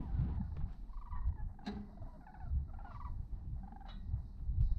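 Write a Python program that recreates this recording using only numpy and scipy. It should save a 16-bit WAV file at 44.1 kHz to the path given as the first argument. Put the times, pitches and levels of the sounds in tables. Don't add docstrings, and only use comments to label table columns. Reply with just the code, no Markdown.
import sys
import numpy as np
from scipy import signal
from scipy.fft import rfft, irfft, next_fast_len
from scipy.io import wavfile
from scipy.ndimage import uniform_filter1d, map_coordinates

SR = 44100
rng = np.random.default_rng(int(sys.argv[2]) if len(sys.argv) > 2 else 0)


def boost(x):
    u = np.asarray(x, float) / 20
    return 10 ** u


def dump(signal):
    limited = np.clip(np.atleast_2d(signal).T, -1, 1)
    pcm = np.round(limited * 32767).astype(np.int16)
    wavfile.write(sys.argv[1], SR, pcm)


N = 211123


def unit(x):
    return x / np.sqrt(np.mean(x ** 2) + 1e-20)


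def curves(rows):
    s, *cols = np.transpose(rows)
    return [np.interp(np.arange(N) / SR, s, c) for c in cols]


def wobble(rate, size=N):
    knots = rng.standard_normal(int(size * rate / SR) + 4)
    return map_coordinates(knots, [np.arange(size) * rate / SR])


def noise(spectrum):
    m = next_fast_len(N + 8192)
    f, db = np.transpose(spectrum)
    log_hz = np.log(np.fft.rfftfreq(m, 1 / SR) + 1)
    gain = boost(np.interp(log_hz, np.log(f + 1), db, -120, -120))
    return unit(irfft(rfft(rng.standard_normal(m)) * gain, m)[:N])


def even(x, seconds):
    span = round(seconds * SR)
    power = np.abs(uniform_filter1d(uniform_filter1d(x ** 2, span), span))
    return unit(x / np.sqrt(power + 0.057))


def swells(times, rises, falls):
    late = np.arange(N) / SR - times[:, None]
    return np.exp(-np.abs(late) / np.where(late < 0, rises[:, None], falls[:, None]))


def grains(events, spectrum):
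    s, db, rise, fall = np.transpose(events)
    return boost(db) @ swells(s, rise, fall) * unit(boost(2.8 * wobble(300)) * noise(spectrum))


def add(out, s, sound):
    part = out[max(round(s * SR), 0):][:len(sound)]
    part += sound[:len(part)]


def step(t, at, width):
    return .5 + .5 * np.tanh((t - at) / width)


# time in seconds, strength in dB.
BREEZE = [(0, -42), (.07, -53), (.15, -52), (.27, -43), (.38, -58.5), (.5, -62), (.64, -53.5), (.72, -62.5),
          (1.06, -68.5), (1.2, -64), (1.6, -61.5), (1.76, -52), (1.9, -60.5), (2.9, -63), (3.5, -60.5),
          (4.3, -63), (4.6, -61), (4.79, -74.5)]
# peak in seconds, buffet peak in dB, rise in seconds, slow heave over buffet in dB.
GUSTS = [(0, -48.5, 0.016, 14), (.13, -38.5, 0.079, -4.5), (.21, -31.5, 0.042, -9),
         (0.371, -38.5, 0.14, -9), (.55, -42, 0.083, -1), (.64, -36.5, 0.022, 1.5), (.77, -62.5, 0.17, 16),
         (0.949, -60, .11, 18), (1.139, -42, 0.038, -4), (1.18, -48, 0.046, 13),
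         (1.283, -30.5, 0.027, -5.5), (1.437, -40.5, 0.04, 2.5), (1.6, -64.5, .04, 14),
         (1.76, -46.5, 0.037, -10), (1.81, -63.5, 0.057, 13), (2.041, -50.5, 0.082, 5),
         (2.481, -43.5, 0.043, 6), (2.555, -32, 0.046, -10.5), (2.768, -49, 0.092, 5),
         (3.09, -44, 0.091, 3), (3.193, -40.5, 0.031, 0.5), (3.347, -40, 0.025, 0.5), (3.529, -41, 0.1, -5),
         (3.98, -58.5, 0.25, 12), (4.141, -39.5, 0.077, -6), (4.501, -39, 0.086, 0.5),
         (4.6, -31.5, 0.045, -4), (4.649, -46.5, 0.027, 19.5), (4.719, -34, 0.011, 4),
         (4.768, -35.5, 0.0078, -1.5)]
# Hz, dB per Hz.
HEAVE = [(8, -8.5), (20, 8), (45, 6.5), (65, -18.5), (100, -60)]
BUFFET = [(35, -37), (55, 3.5), (70, 0.5), (120, -12.5), (170, -19.5), (300, -56.5)]
FLUTTER = [(76, -29), (130, -7), (193, -3.5), (321, -15.5), (354, -20), (405, -21.5), (560, -34),
           (730, -67.5), (1230, -120)]


def wind():
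    breeze_db, = curves(BREEZE)
    s, db, rise, heave_db = np.transpose(GUSTS)
    gusts = swells(s, rise, 1.14 * rise) ** 2
    eddy = wobble(16)
    heave_power = boost(2 * (db + heave_db)) @ gusts + boost(2 * (breeze_db.mean() + 3))
    heave = np.sqrt(heave_power) * even(noise(HEAVE), 0.072)
    buffet_power = boost(2 * db) @ gusts + boost(2 * (breeze_db - 1))
    buffet = np.sqrt(buffet_power) * boost(1.1 * eddy) * even(noise(BUFFET), 0.052)
    flutter = boost(breeze_db + 0.39 * eddy + 1.7 * wobble(25)) * even(noise(FLUTTER), 0.044)
    return heave + buffet + flutter


# time in seconds, level in dB.
FAR_LEVEL = [(0, -58.5), (.19, -68.5), (.4, -62), (.69, -71.5), (1.12, -72.5), (1.24, -64.5), (1.65, -71),
             (1.81, -63.5), (2.09, -69), (2.68, -70.5), (2.88, -62.5), (2.97, -66.5), (3.2, -70),
             (3.8, -71.5), (3.89, -69), (4.28, -71), (4.65, -76), (4.79, -67.5)]
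# Hz, dB per Hz.
FLOCK = [(310, -42.5), (520, -13), (580, -15.5), (616, -7.5), (774, -3), (869, -6), (1510, -20.5),
         (1910, -19.5), (2200, -33), (2860, -59.5), (4840, -120)]


def far_flock():
    flock_db, = curves(FAR_LEVEL)
    return boost(flock_db - 3.0) * unit(boost(3 * wobble(23.985)) * noise(FLOCK))


# peak in seconds, hiss in dB, rise and fall in seconds, rustle over the hiss in dB.
STIRS = [(0, -85.5, .1, 0.097, 9), (.15, -81, 0.35, 0.56, -23), (.23, -90.5, 0.095, 0.13, 8.5),
         (.45, -96, .05, .08, 5), (.6, -93, .03, .04, 6.5), (.75, -86, 0.19, 0.53, -3.5),
         (1.811, -86.5, 0.14, 0.89, -16), (2.46, -86.5, 0.2, 0.21, -23), (2.94, -80.5, 0.083, 0.18, -10.5),
         (3.35, -91.5, 0.35, 0.82, -2.5), (4.04, -86.5, 0.18, 1, -11), (4.62, -80, .012, .1, -14),
         (4.73, -79.5, 0.16, 0.2, -13)]
# Hz, dB per Hz.
RUSTLE = [(1900, -40.5), (2200, 2.5), (3700, -3), (4200, -30)]
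HISS = [(3550, -39.5), (3740, -0.5), (4250, -1.5), (4600, -3.5), (5700, -10), (6500, -21.5), (7500, -30.5)]


def brush_and_site():
    s, db, rise, fall, rustle_db = np.transpose(STIRS)
    stirs = swells(s, rise, fall) ** 2
    rustle = np.sqrt(boost(2 * (db + rustle_db)) @ stirs) * boost(0.59 * wobble(9.2)) * noise(RUSTLE)
    return rustle + np.sqrt(boost(2 * db) @ stirs) * boost(1.3 * wobble(14)) * noise(HISS)


def tone(hz, partials, rough):
    size = len(hz)
    unsteady_hz = hz * (1 + rough * .03 * wobble(120, size=size))
    phase = 2 * np.pi * np.cumsum(unsteady_hz) / SR + 2 * np.pi * rng.random()
    upper = sum(gain * np.sin((k + 2) * phase) for k, gain in enumerate(partials))
    voice = np.sin(phase) + upper * boost(rough * 5.7 * wobble(160, size=size))
    return voice * boost(rough * 3.8 * wobble(82, size=size))


# start and length in seconds, start and end pitch in Hz, peak in dB.
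BUGLES = [(0.001, .07, 1010, 870, -59), (0.15, .06, 745, 715, -65), (0.3, .08, 990, 960, -64),
          (0.425, .06, 735, 690, -67), (1.122, .018, 940, 925, -68), (1.147, .05, 1135, 1120, -57),
          (1.15, .045, 935, 920, -64), (1.15, .035, 850, 845, -66), (1.21, .05, 950, 920, -66),
          (1.368, .052, 865, 845, -58), (1.905, .014, 980, 930, -64), (1.945, .014, 990, 950, -63),
          (1.99, .014, 1010, 950, -63), (2.04, .016, 990, 900, -63), (2.07, .095, 1000, 950, -64.5),
          (2.305, .022, 850, 810, -62), (2.372, .018, 800, 790, -63), (2.436, .018, 830, 880, -61),
          (2.452, .028, 715, 670, -66), (2.485, .02, 660, 640, -69), (2.678, .028, 680, 620, -66),
          (2.733, .022, 700, 660, -62), (2.788, .03, 700, 670, -62), (2.845, .09, 735, 655, -59.5),
          (2.95, .02, 1130, 1100, -57), (3.055, .02, 1120, 1090, -57), (3.822, .014, 720, 700, -69)]
# Hz, dB.
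THROAT = [(1360, 1), (1480, 0), (1600, -13), (1740, -8), (1870, 1), (1980, -22), (2270, -24)]


def bugles(t):
    out, puffs = np.zeros(N), np.zeros(N)
    for s, length, start_hz, end_hz, db in BUGLES:
        second_db = np.interp(2 * start_hz, *np.transpose(THROAT))
        hz = start_hz + (end_hz - start_hz) * np.clip(t / length, 0, 1.3) ** 1.7
        fray = np.clip(.14 * (-60 - db), 0, .45)
        size = boost(db) * step(t, 0.0077, 0.0084) * (1 - step(t, length, 0.0029))
        dull_db = .05 * max(4 * start_hz - 2950, 0)
        partials = boost([second_db - 6 * fray, -38, -21 - 25 * fray - dull_db])
        add(out, s, size * tone(hz, partials, rough=.25 + fray))
        add(puffs, s, boost(-24.0 + 22 * fray) * size)
    return out, puffs


# pulse start in seconds, onset level in dB, length in seconds.
FAINT_CALLS = [
    [(.069, -58, 0.049), (.137, -63, 0.045), (.241, -61.5, 0.047), (.291, -56.5, 0.016),
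     (.368, -56.5, 0.012), (.41, -53.5, .018), (.515, -55, 0.011), (.608, -55, 0.0099),
     (.655, -60.5, 0.0084), (.7, -63, 0.012), (.74, -64.5, 0.011)],
    [(1.89, -64, 0.018), (1.927, -57, 0.013), (1.97, -53.5, 0.016), (2.014, -53.5, 0.02),
     (2.063, -56, 0.024), (2.13, -62, 0.04)],
]
FIRST_CALLS = [
    [(.891, -62, 0.019), (.928, -56.5, 0.022), (.969, -54.5, 0.022), (1.01, -50, 0.021),
     (1.055, -51.5, 0.032), (1.108, -50.5, 0.056), (1.148, -54, 0.048), (1.213, -56.5, 0.022),
     (1.242, -57, 0.015)],
    [(1.285, -60, 0.014), (1.321, -59.5, 0.014), (1.355, -57, 0.014)],
    [(1.541, -57, 0.011), (1.586, -51, .016), (1.611, -60, .017), (1.628, -52.5, 0.013), (1.713, -57, 0.05),
     (1.763, -53, 0.032)],
]
LATER_CALLS = [
    [(2.206, -57, 0.042), (2.264, -51, 0.046), (2.338, -50, 0.037), (2.399, -50, 0.044),
     (2.455, -60.5, 0.02)],
    [(2.733, -53, 0.019), (2.785, -49.5, 0.022), (2.843, -46, 0.017)],
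    [(2.865, -55, .016), (2.904, -50.5, 0.021), (2.945, -47, 0.031), (2.999, -47.5, 0.034),
     (3.046, -47.5, 0.045)],
    [(3.628, -54, 0.028), (3.674, -47.5, 0.015), (3.718, -47, 0.011), (3.758, -47.5, 0.013),
     (3.803, -47.5, 0.023), (3.85, -49, 0.044)],
]
# onset pitch at full effort in Hz, held pitch in Hz.
CALLERS = [(850, 790), (690, 650), (1170, 985), (960, 890), (815, 775), (865, 742), (835, 760), (1145, 975),
           (818, 785)]
HELD_DB = [-5, -2.5, -3.5, -10, -7.5, -5.5, -5, -6, -9.5]
# 2nd, 3rd and 4th partial against the first, in dB.
VOICES = [(-11.5, -39, -50), (-23, -39, -50), (-21, -36, -39), (-12, -40, -50), (-11, -39, -50),
          (-9, -26, -48), (-19, -27, -48), (-19, -40, -48), (-16, -40, -50)]
BURST_UPPER_DB = [-4, -1, 2]


def rattles(t):
    out, puffs = np.zeros(N), np.zeros(N)
    calls = FAINT_CALLS + FIRST_CALLS + LATER_CALLS
    for call, (top_hz, call_hz), held_db, voice in zip(calls, CALLERS, HELD_DB, VOICES):
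        full_db = max(db for _, db, _ in call)
        for s, onset_db, length in call:
            sag = .022 * max(full_db - onset_db - 4, 0)
            onset_hz = max(top_hz * (1 - sag), .92 * call_hz)
            held_hz = call_hz * (1 - .4 * sag)
            drop = step(t, .012, .0022)
            hz = onset_hz * (1.03 - 4.55 * t) * (1 - drop) + held_hz * (1.015 - 0.55 * t) * drop
            burst = boost(onset_db) * np.exp(-((t - .0055) / np.where(t < .0055, .0028, .0055)) ** 2)
            size = burst + boost(onset_db + held_db) * drop * (1 - step(t, length, 0.002))
            partials = boost(voice)[:, None] * boost(np.outer(BURST_UPPER_DB, 1 - drop))
            add(out, s, size * tone(hz, partials, rough=.55))
            linger = boost(onset_db - 3.5) * drop * np.exp(-t / (.6 * length))
            linger = linger * (1 - step(t, length, 0.0019))
            add(out, s, linger * tone(onset_hz * (1 - 0.57 * t), [boost(voice[0] - 10.5)], rough=0.41))
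            add(puffs, s, boost(-23.5) * burst + boost(-22.5) * size)
    return out, puffs


# Hz, dB per Hz.
RASP = [(500, -24), (800, 5.5), (1500, -1), (2500, -21.5), (4500, -23), (6000, -43.5)]


def cranes():
    t = np.arange(SR // 6) / SR
    notes, note_puffs = bugles(t)
    pulses, pulse_puffs = rattles(t)
    birds = notes + pulses + (note_puffs + pulse_puffs) * noise(RASP)
    scatter = rng.standard_normal(len(t)) * boost(-60 * t / .3) * step(t, 0.0066, .003)
    return birds + boost(-13.0) * signal.fftconvolve(birds, scatter / np.linalg.norm(scatter))[:N]


# peak in seconds, level in dB, rise and fall in seconds.
GRIT = [(.209, -61, 0.035, 0.062), (.14, -70, .05, .04), (.29, -68, .02, .03), (.356, -70, 0.038, 0.017),
        (.569, -51.5, 0.0015, 0.0048), (.61, -64, 0.013, 0.024), (1.7, -59, 0.034, 0.07),
        (.72, -69, 0.046, 0.043), (2.94, -63.5, 0.063, 0.028), (4.39, -73.5, 0.019, 0.029),
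        (4.611, -64, 0.0042, 0.016)]
# Hz, dB per Hz.
CRUNCH = [(180, -31), (300, -9), (547, -20), (692, -10.5), (1340, -14), (1530, -20), (3970, -33),
          (8640, -59), (10000, -66), (13000, -102), (22000, -120)]


def grit():
    return grains(GRIT, CRUNCH)


# peak in seconds, level in dB, rise and fall in seconds.
TICKS = [(.21, -79, 0.0063, 0.0072), (.36, -77, .005, 0.0073), (.569, -84, 0.0017, 0.003),
         (.59, -81, 0.0027, 0.0045), (.73, -78.5, 0.0063, 0.0103), (1.285, -75.5, 0.014, 0.009),
         (1.665, -59.5, 0.0014, 0.007), (2.028, -83, .004, .005), (2.947, -86, .002, 0.0041),
         (4.143, -78.5, .003, .006), (4.611, -69, 0.0028, 0.0039), (4.722, -70, 0.0016, 0.0022)]
# Hz, dB per Hz.
TICK = [(1200, -24), (2600, -3.5), (3500, 0), (5800, -7), (8500, -13.5), (10000, -36.5)]


def casing_ticks():
    return grains(TICKS, TICK)


# centre in seconds, pitch in Hz, peak in dB,
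# half length in seconds.
THUDS = [(.23, 155, -31, 0.0074), (0.299, 424, -54, 0.0072), (0.407, 189, -31.5, 0.0082),
         (0.57, 410, -49, 0.0027), (.6, 149, -43, 0.025), (1.671, 264, -45, 0.011),
         (2.953, 111, -43.5, 0.0099), (3.64, 189.5, -50.5, .03), (3.728, 221, -51, 0.017),
         (4.419, 138, -44, 0.0083), (1.515, 60, -40, .008), (3.96, 198, -54.5, 0.025),
         (4.04, 189, -52.5, 0.023), (2.025, 87, -37.5, 0.012), (4.141, 82, -28.5, 0.0083),
         (4.603, 94.6, -24.5, 0.0061), (4.788, 44.7, -40, 0.0032)]


def thuds():
    t = np.arange(N) / SR
    out = np.zeros(N)
    for s, hz, db, half in THUDS:
        out += boost(db) * np.exp(-((t - s) / half) ** 2) * np.cos(2 * np.pi * hz * (t - s))
    return out


def steel(modes, blows, spectrum):
    out, crash, t = np.zeros(N), np.zeros(N), np.arange(SR) / SR
    for s, ring_db, rise, crash_db, crash_t60 in blows:
        ring = np.zeros(SR)
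        for hz, db, t60 in modes:
            shiver_db = 4.0 * np.tanh(hz / 1500) * wobble(54, size=SR)
            ring += boost(db - 60 * t / t60 + shiver_db) * np.sin(2 * np.pi * hz * t)
        add(out, s, boost(ring_db) * (1 - np.exp(-(t / rise) ** 2)) * ring)
        add(crash, s, boost(crash_db - 60 * t / crash_t60) * (1 - np.exp(-t / 0.0025)))
    return out + crash * noise(spectrum)


# Hz, dB, seconds to fall by 60 dB.
SKID = [(2714, 0.5, 0.092), (3830, -3, 0.09), (4170, 3, 0.11), (4680, -6, 0.12), (6030, -10, 0.083)]
BOOM = [(209.5, -1, .72), (202.5, -1.5, .62)]
DRUM = [(402, -11.5, 0.56), (430.4, -11, 0.5), (731, -8.5, 0.25), (829, -11, 0.33), (1440, -20.5, 0.35),
        (1660, -14, 0.29), (1984, -35, 1.04), (2700, -15, 0.075), (3830, -14, 0.12), (4118, -11, 0.091),
        (4651, -9.5, 0.1), (5980, -22, 0.089), (3930, -10, 0.14), (7880, -23, 0.061)]
# start in seconds, ring in dB, rise in seconds, crash in dB, seconds for the crash to fall 60 dB.
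SKID_BLOWS = [
    (1.637, -69, .012, -78, .2),
    (1.651, -61.5, 0.0074, -62, 0.11),
    (1.664, -58, 0.0041, -71, .1),
]
DRUM_BLOWS = [
    (1.663, -39.5, 0.0096, -43.5, 0.085),
    (1.673, -50, 0.0043, -51, 0.12),
    (1.712, -56.5, 0.0037, -65, 0.16),
    (1.748, -66.5, .004, -70, .3),
]
# Hz, dB per Hz.
DRUM_CRASH = [(290, -51), (500, -15), (791, -4.5), (1050, -24), (1220, -12), (1380, -26), (1620, -10),
              (2240, -20), (3260, -27), (4100, -13.5), (5450, -32), (11000, -54), (13900, -49.5),
              (14800, -84), (22000, -120)]


def hollow_steel():
    return steel(BOOM + DRUM, DRUM_BLOWS, DRUM_CRASH) + steel(SKID, SKID_BLOWS, DRUM_CRASH)


# Hz, dB, seconds to fall by 60 dB.
BAR = [(1222, -9, .26), (1486, -12, .33), (1663, -12, .18), (1884, -16, .56), (1959, -19, .5),
       (2460, -26, .68), (2956, -5, .17), (3375, -11, .25), (3769, -5.5, .33), (3807, -5, .21),
       (3919, -1, .27), (4007, -11, .3), (4111, -11, .25), (4217, -15, .3)]
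# start in seconds, ring in dB, rise in seconds, crash in dB, seconds for the crash to fall 60 dB.
BAR_BLOWS = [
    (3.857, -64, 0.028, -67.5, 0.37),
    (3.884, -55, 0.0098, -55.5, 0.18),
]
# Hz, dB per Hz.
BAR_CRASH = [(350, -32), (600, -2.5), (1060, -8), (1330, 1.5), (2610, -17.5), (3020, -18.5), (3190, -19.5),
             (3890, -12.5), (7500, -39), (9750, -78), (16500, -120)]


def steel_bar():
    return steel(BAR, BAR_BLOWS, BAR_CRASH)


def scene():
    air = wind() + far_flock() + brush_and_site() + cranes()
    near = grit() + casing_ticks() + thuds()
    return (air + near + hollow_steel() + steel_bar())[None]


def level_db(x, seconds):
    return 10 * np.log10(np.abs(uniform_filter1d(x ** 2, round(seconds * SR))) + 1e-14)


def band_limit(x):
    return signal.sosfilt(signal.butter(12, 14500, fs=SR, output="sos"), x)


# Hz, dB per Hz.
NOISE_FLOOR = [(3530, -29), (6000, -3.5), (7180, -10.5), (8180, -2.5), (9010, -5.5), (10000, -11.5),
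               (11000, -17), (11900, -6), (12600, 2), (12850, -40), (22000, -120)]


def record(dry):
    x = dry + boost(-94.5 + 1.6 * wobble(12)) * noise(NOISE_FLOOR)
    treble = signal.sosfiltfilt(signal.butter(8, 4400, "high", fs=SR, output="sos"), x)
    middle = signal.sosfiltfilt(signal.butter(6, [2250, 3600], "band", fs=SR, output="sos"), x)
    gust = step(level_db(x, 0.051), -39, 1.1)
    faint = 1 - step(level_db(treble, 0.014), -83, 2)
    thin = 1 - step(level_db(middle, 0.03), -86, 2)
    starved = x - gust * (0.7 * faint * treble + 0.7 * thin * middle)
    return band_limit(starved * np.tanh(np.arange(N) / 200))


dry = scene()
out = record(dry)
dump(out)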